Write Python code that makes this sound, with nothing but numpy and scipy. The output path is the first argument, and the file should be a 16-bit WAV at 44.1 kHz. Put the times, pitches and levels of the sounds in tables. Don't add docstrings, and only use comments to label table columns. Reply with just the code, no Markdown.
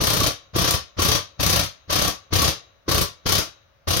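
import sys
import numpy as np
from scipy import signal
from scipy.fft import rfft, irfft, next_fast_len
from scipy.io import wavfile
from scipy.ndimage import map_coordinates

SR = 44100
rng = np.random.default_rng(int(sys.argv[2]) if len(sys.argv) > 2 else 0)


def pcm_store(signal):
    levels = np.round(np.clip(np.atleast_2d(signal), -1, 1) * 32767)
    wavfile.write(sys.argv[1], SR, levels.astype(np.int16).T)


N = 176400


def amp(db):
    return 10 ** (np.asarray(db) / 20)


def along(points, hz):
    f, value = np.transpose(points)
    return np.interp(np.log(hz + 1), np.log(f + 1), value)


def filtered(x, response):
    size = next_fast_len(N + SR // 2)
    return irfft(rfft(x, size) * response(np.fft.rfftfreq(size, 1 / SR)), size)[..., :N]


def wobble(rate_hz):
    knots = rng.standard_normal(int(N * rate_hz / SR) + 4)
    return map_coordinates(knots, [np.arange(N) * rate_hz / SR])


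# f/Hz, left minus right/dB
LEFT_BIAS = [(80, 1.3), (300, 0.5), (550, 5), (1130, 0), (1700, 3.5), (2600, 6.5), (4400, 4), (5500, 7),
             (6300, 8.5), (7500, 5), (8600, 3.5), (10200, 3), (11500, 3.5), (12500, 2.5), (13300, 4),
             (15000, 4)]
# f/Hz, correlation
COHERENCE = [(60, 0.68), (140, 0.35), (300, 0.063), (700, 0.082), (3000, 0)]
def noise(spectrum, peaks=()):
    def mid_side(hz):
        lift_db = sum(db / (1 + (2 * (hz - centre) / width) ** 2) for centre, width, db in peaks)
        angle = np.arccos(np.clip(along(COHERENCE, hz), -1, 1)) / 2
        return amp(along(spectrum, hz) + lift_db) * [np.cos(angle), np.sin(angle)]
    mid, side = filtered(rng.standard_normal((2, N)), mid_side)
    ears = np.array([mid + side, mid - side])
    ears = filtered(ears, lambda hz: amp(np.outer([.5, -.5], along(LEFT_BIAS, hz))))
    return ears / np.sqrt(np.mean(ears ** 2) + 1e-20)


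# f/Hz, relative level/dB
VENTILATION = [(25, -15.5), (60, 1.5), (100, 2), (190, -13), (400, -15), (500, -11), (560, -5.5), (630, -6),
               (780, -14.5), (1250, -11.5), (3000, -22), (6400, -26.5), (7400, -49.5), (16000, -31)]
# f/Hz, rms level/dB
HUM_TONES = [(102, -81.5), (549, -73)]
def workshop():
    t = np.arange(N) / SR
    hum = sum(amp(db) * np.sqrt(2) * np.sin(2 * np.pi * (hz * t + rng.random())) for hz, db in HUM_TONES)
    return amp(-60.5) * noise(VENTILATION) + hum


def reverb(x, t60s, build_s):
    out = np.zeros((2, N + 2 * SR))
    edges = [0] + [int((first - 2 * LEAD_S) * SR) for first, *_ in WELD_BURSTS[1:]] + [N]
    for start, end in zip(edges, edges[1:]):
        hz, t, spectra = signal.stft(rng.standard_normal((2, SR // 2)), SR, nperseg=256)
        decay = amp(-60 * t / along(t60s, hz)[:, None])
        tail = signal.istft(spectra * decay, SR, nperseg=256)[1]
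        tail *= 1 - np.exp(-np.arange(tail.shape[1]) / SR / build_s)
        tail /= np.linalg.norm(tail, axis=1, keepdims=True)
        wet = signal.fftconvolve(x[:, start:end], tail, axes=1)
        out[:, start:start + wet.shape[1]] += wet
    return out[:, :N]


# f/Hz, T60/s
NEAR_T60 = [(80, 0.24), (300, 0.15), (1000, 0.25), (4000, 0.26), (6500, 0.23), (8500, 0.19), (15000, 0.14)]
def near_walls(x):
    return reverb(x, NEAR_T60, build_s=0.0048)


# f/Hz, T60/s
FAR_T60 = [(80, 0.34), (550, 0.74), (1500, 0.97), (4000, .8), (6500, .6), (8000, .2), (15000, .15)]
# f/Hz, relative level/dB
FAR_COLOUR = [(80, -5), (300, 1.5), (550, 0), (900, -1), (2800, 0.5), (3500, -2.5), (3900, 8.5), (4300, -8),
              (5300, -13.5), (6300, 5.5), (8000, -1.5)]
def far_end(x):
    return filtered(reverb(x, FAR_T60, build_s=0.028), lambda hz: amp(along(FAR_COLOUR, hz)))


def swells(events, hz, swell_s, detune):
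    out, t = np.zeros(N + SR), np.arange(SR // 8) / SR
    envelope = (t / swell_s * np.exp(1 - t / swell_s)) ** 2
    for s, db in events:
        pitch = hz * (1 + detune * rng.standard_normal())
        out[int(s * SR):][:len(t)] += amp(db) * envelope * np.sin(2 * np.pi * pitch * t)
    return out[:N]


# t/s, relative level/dB
FLEX_KNOCKS = [(.019, -2), (.217, -1), (.560, 1), (.643, -6), (.990, 1.5), (1.409, -6.5), (2.326, -7.5),
               (2.423, -4), (2.880, 2), (3.256, -10.5)]
# t/s, relative level/dB
RING_FLARES = [(.208, 3), (.238, -3), (.676, -0.5), (.993, 2), (1.466, -10), (1.527, -4.5), (1.565, -11),
               (2.426, 4)]
def panel_knocks():
    knocks = swells(FLEX_KNOCKS, hz=312, swell_s=0.0034, detune=.06)
    flares = swells(RING_FLARES, hz=1137, swell_s=0.0066, detune=0.015)
    return amp(-17.5) * knocks + amp(-23) * flares


# lead-in level/dB, dying discharge level/dB, panel ring level/dB
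WELD_BURSTS = [(.003, 0.262, 9, 0, -50, -19, 2), (0.552, 0.737, 7, -.5, -14, -27, 2),
               (0.985, 1.146, 6, 0, -13.5, -17, 3), (1.394, 1.592, 7, 0, -32.5, -7, 0),
               (1.895, 2.073, 7, -1, -22, -24, 2), (2.324, 2.474, 6, 0.5, -17.5, -21, -0.5),
               (2.878, 3.008, 5, 0, -29, -22, 2.5), (3.254, 3.381, 5, 0, -34, -12.5, -0.5),
               (3.872, 3.994, 5, -.5, -47, -17, 0)]
JITTER_S, LEAD_S = .0012, 0.018
def discharges():
    train = []
    for first, last, count, db, lead_db, dying_db, _ in WELD_BURSTS:
        times = np.linspace(first, last, count)
        lead_in = (first - LEAD_S, db + lead_db, 2)
        dying = (last + times[1] - first, db + dying_db, 1)
        train += [lead_in, dying]
        train += [(s + JITTER_S * rng.standard_normal(), db, k == 0) for k, s in enumerate(times)]
    return train


def pulses(train, delay_s, attack_s, hold_s, decay_s, scatter_db, cold_db=0, cold_lag_s=0):
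    power, t = np.zeros(N), np.arange(N) / SR
    for s, db, cold in train:
        start = max(int((s + delay_s) * SR), 0)
        span = slice(start, start + SR // 4)
        age = np.maximum(t[span] - s - delay_s, 0)
        rise_s = attack_s + cold * cold_lag_s
        rise = np.minimum(age / rise_s, 1) ** 2
        decay = np.exp(-np.maximum(age - rise_s - hold_s, 0) / decay_s)
        gain = amp(db + cold * cold_db + scatter_db * rng.standard_normal())
        power[span] += (gain * rise * decay) ** 2
    return np.sqrt(power)


# f/Hz, width/Hz, lift/dB
BUZZ_PEAKS = [(181.5, 11, 3.5), (305, 27, 8.5), (439, 25, 1.5), (574, 68, 2), (693.5, 10, 9), (1380, 13, 8),
              (1840, 28, 5), (3180, 70, 5.5), (3740, 20, 1), (3640, 14, 0), (4510, 85, 2.5),
              (5200, 45, 7.5), (5950, 160, 7)]
# f/Hz, relative level/dB
BODY_SPECTRUM = [(100, -19.5), (180, -1.5), (250, -2), (400, 3.5), (570, 3.5), (850, -4), (1100, -7.5),
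                 (1350, -2.5), (1700, -6), (2500, -11.5), (5000, -47.5)]
# f/Hz, relative level/dB
RING_SPECTRUM = [(800, -39.5), (1000, -12), (1040, -8.5), (1085, -10), (1135, -1), (1185, -9),
                 (1290, -12.5), (1600, -42)]
def panel(train):
    drive = pulses(train, delay_s=-0.0032, attack_s=0.0062, hold_s=0.0083, decay_s=0.01,
                   scatter_db=0.75, cold_db=-0.5, cold_lag_s=.001)
    times, levels = zip(*[(s, burst[-1]) for burst in WELD_BURSTS for s in burst[:2]])
    ring_db = np.interp(np.arange(N) / SR, times, levels)
    body = amp(-26) * noise(BODY_SPECTRUM, BUZZ_PEAKS)
    ring = amp(-32.5 + ring_db) * noise(RING_SPECTRUM)
    return drive * (body + ring)


# f/Hz, relative level/dB
THUMP_SPECTRUM = [(20, -32.5), (35, -42.5), (55, -3), (85, 1.5), (120, -1.5), (150, -6), (180, -4),
                  (230, -19.5), (400, -24), (1000, -78)]
def thump(train):
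    push = pulses(train, delay_s=-0.0039, attack_s=0.0055, hold_s=0.013, decay_s=.011,
                  scatter_db=0.6, cold_db=0.3, cold_lag_s=0.0005)
    return amp(-24.5) * push * noise(THUMP_SPECTRUM)


# f/Hz, relative level/dB
SIZZLE_SPECTRUM = [(1500, -9), (3500, 1.5), (6300, 4), (7000, 0), (7450, -8), (8300, 1.5), (10000, 1),
                   (11500, 4.5), (13500, 2), (15800, -3)]
# t/s, relative level/dB
SHARP_CRACKS = [(.069, -1), (.101, -2), (0.137, -10.5), (0.169, -10.5), (.268, -1), (.707, 3),
                (1.019, -2.5), (1.047, -3), (1.080, -6), (1.116, -5), (1.462, -1), (1.499, -1.5),
                (1.56, -0.5), (1.593, -5), (2.021, -1), (2.944, -4), (2.980, -6.5), (3.292, -9),
                (3.320, 0.5), (3.909, -1.5), (3.968, -3.5)]
def sizzle(train):
    spitting = [(s, db, cold) for s, db, cold in train if cold < 2]
    spit = pulses(spitting, delay_s=0, attack_s=0.0034, hold_s=0.0047, decay_s=0.01,
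                  scatter_db=1.5, cold_db=-3, cold_lag_s=0.0094)
    crack = pulses([(s, db, 0) for s, db in SHARP_CRACKS], delay_s=-.0005, attack_s=0.0024,
                   hold_s=0.0026, decay_s=0.0015, scatter_db=0.8)
    envelope = np.hypot(amp(-23.5) * spit, amp(-18) * crack)
    return envelope * amp(1.6 * wobble(rate_hz=450)) * noise(SIZZLE_SPECTRUM)


# f/Hz, relative level/dB
RASP_SPECTRUM = [(700, -23), (1600, -9.5), (2400, -3.5), (3300, 0.5), (4500, 2), (6100, -3), (6850, -7.5),
                 (7300, -39), (9000, -49)]
def rasp(train):
    blast = pulses(train, delay_s=-0.0044, attack_s=0.0069, hold_s=0.0061, decay_s=0.011,
                   scatter_db=1.5, cold_db=-1.0, cold_lag_s=0.0058)
    return amp(-22.5 + 1.26 * wobble(rate_hz=350)) * blast * noise(RASP_SPECTRUM, BUZZ_PEAKS)


def scene():
    train = discharges()
    low = thump(train) + panel_knocks()
    buzz = panel(train) + rasp(train) + sizzle(train)
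    direct = low + buzz
    walls = near_walls(amp(-6.5) * low + amp(-1.5) * buzz)
    return direct + walls + amp(-29) * far_end(direct) + workshop()


def record(dry):
    cutoff_hz, edge_hz = 15950, 400
    return filtered(dry, lambda hz: np.sin(np.pi / 2 * np.clip((cutoff_hz - hz) / edge_hz + .5, 0, 1)) ** 2)


dry = scene()
out = record(dry)
pcm_store(out)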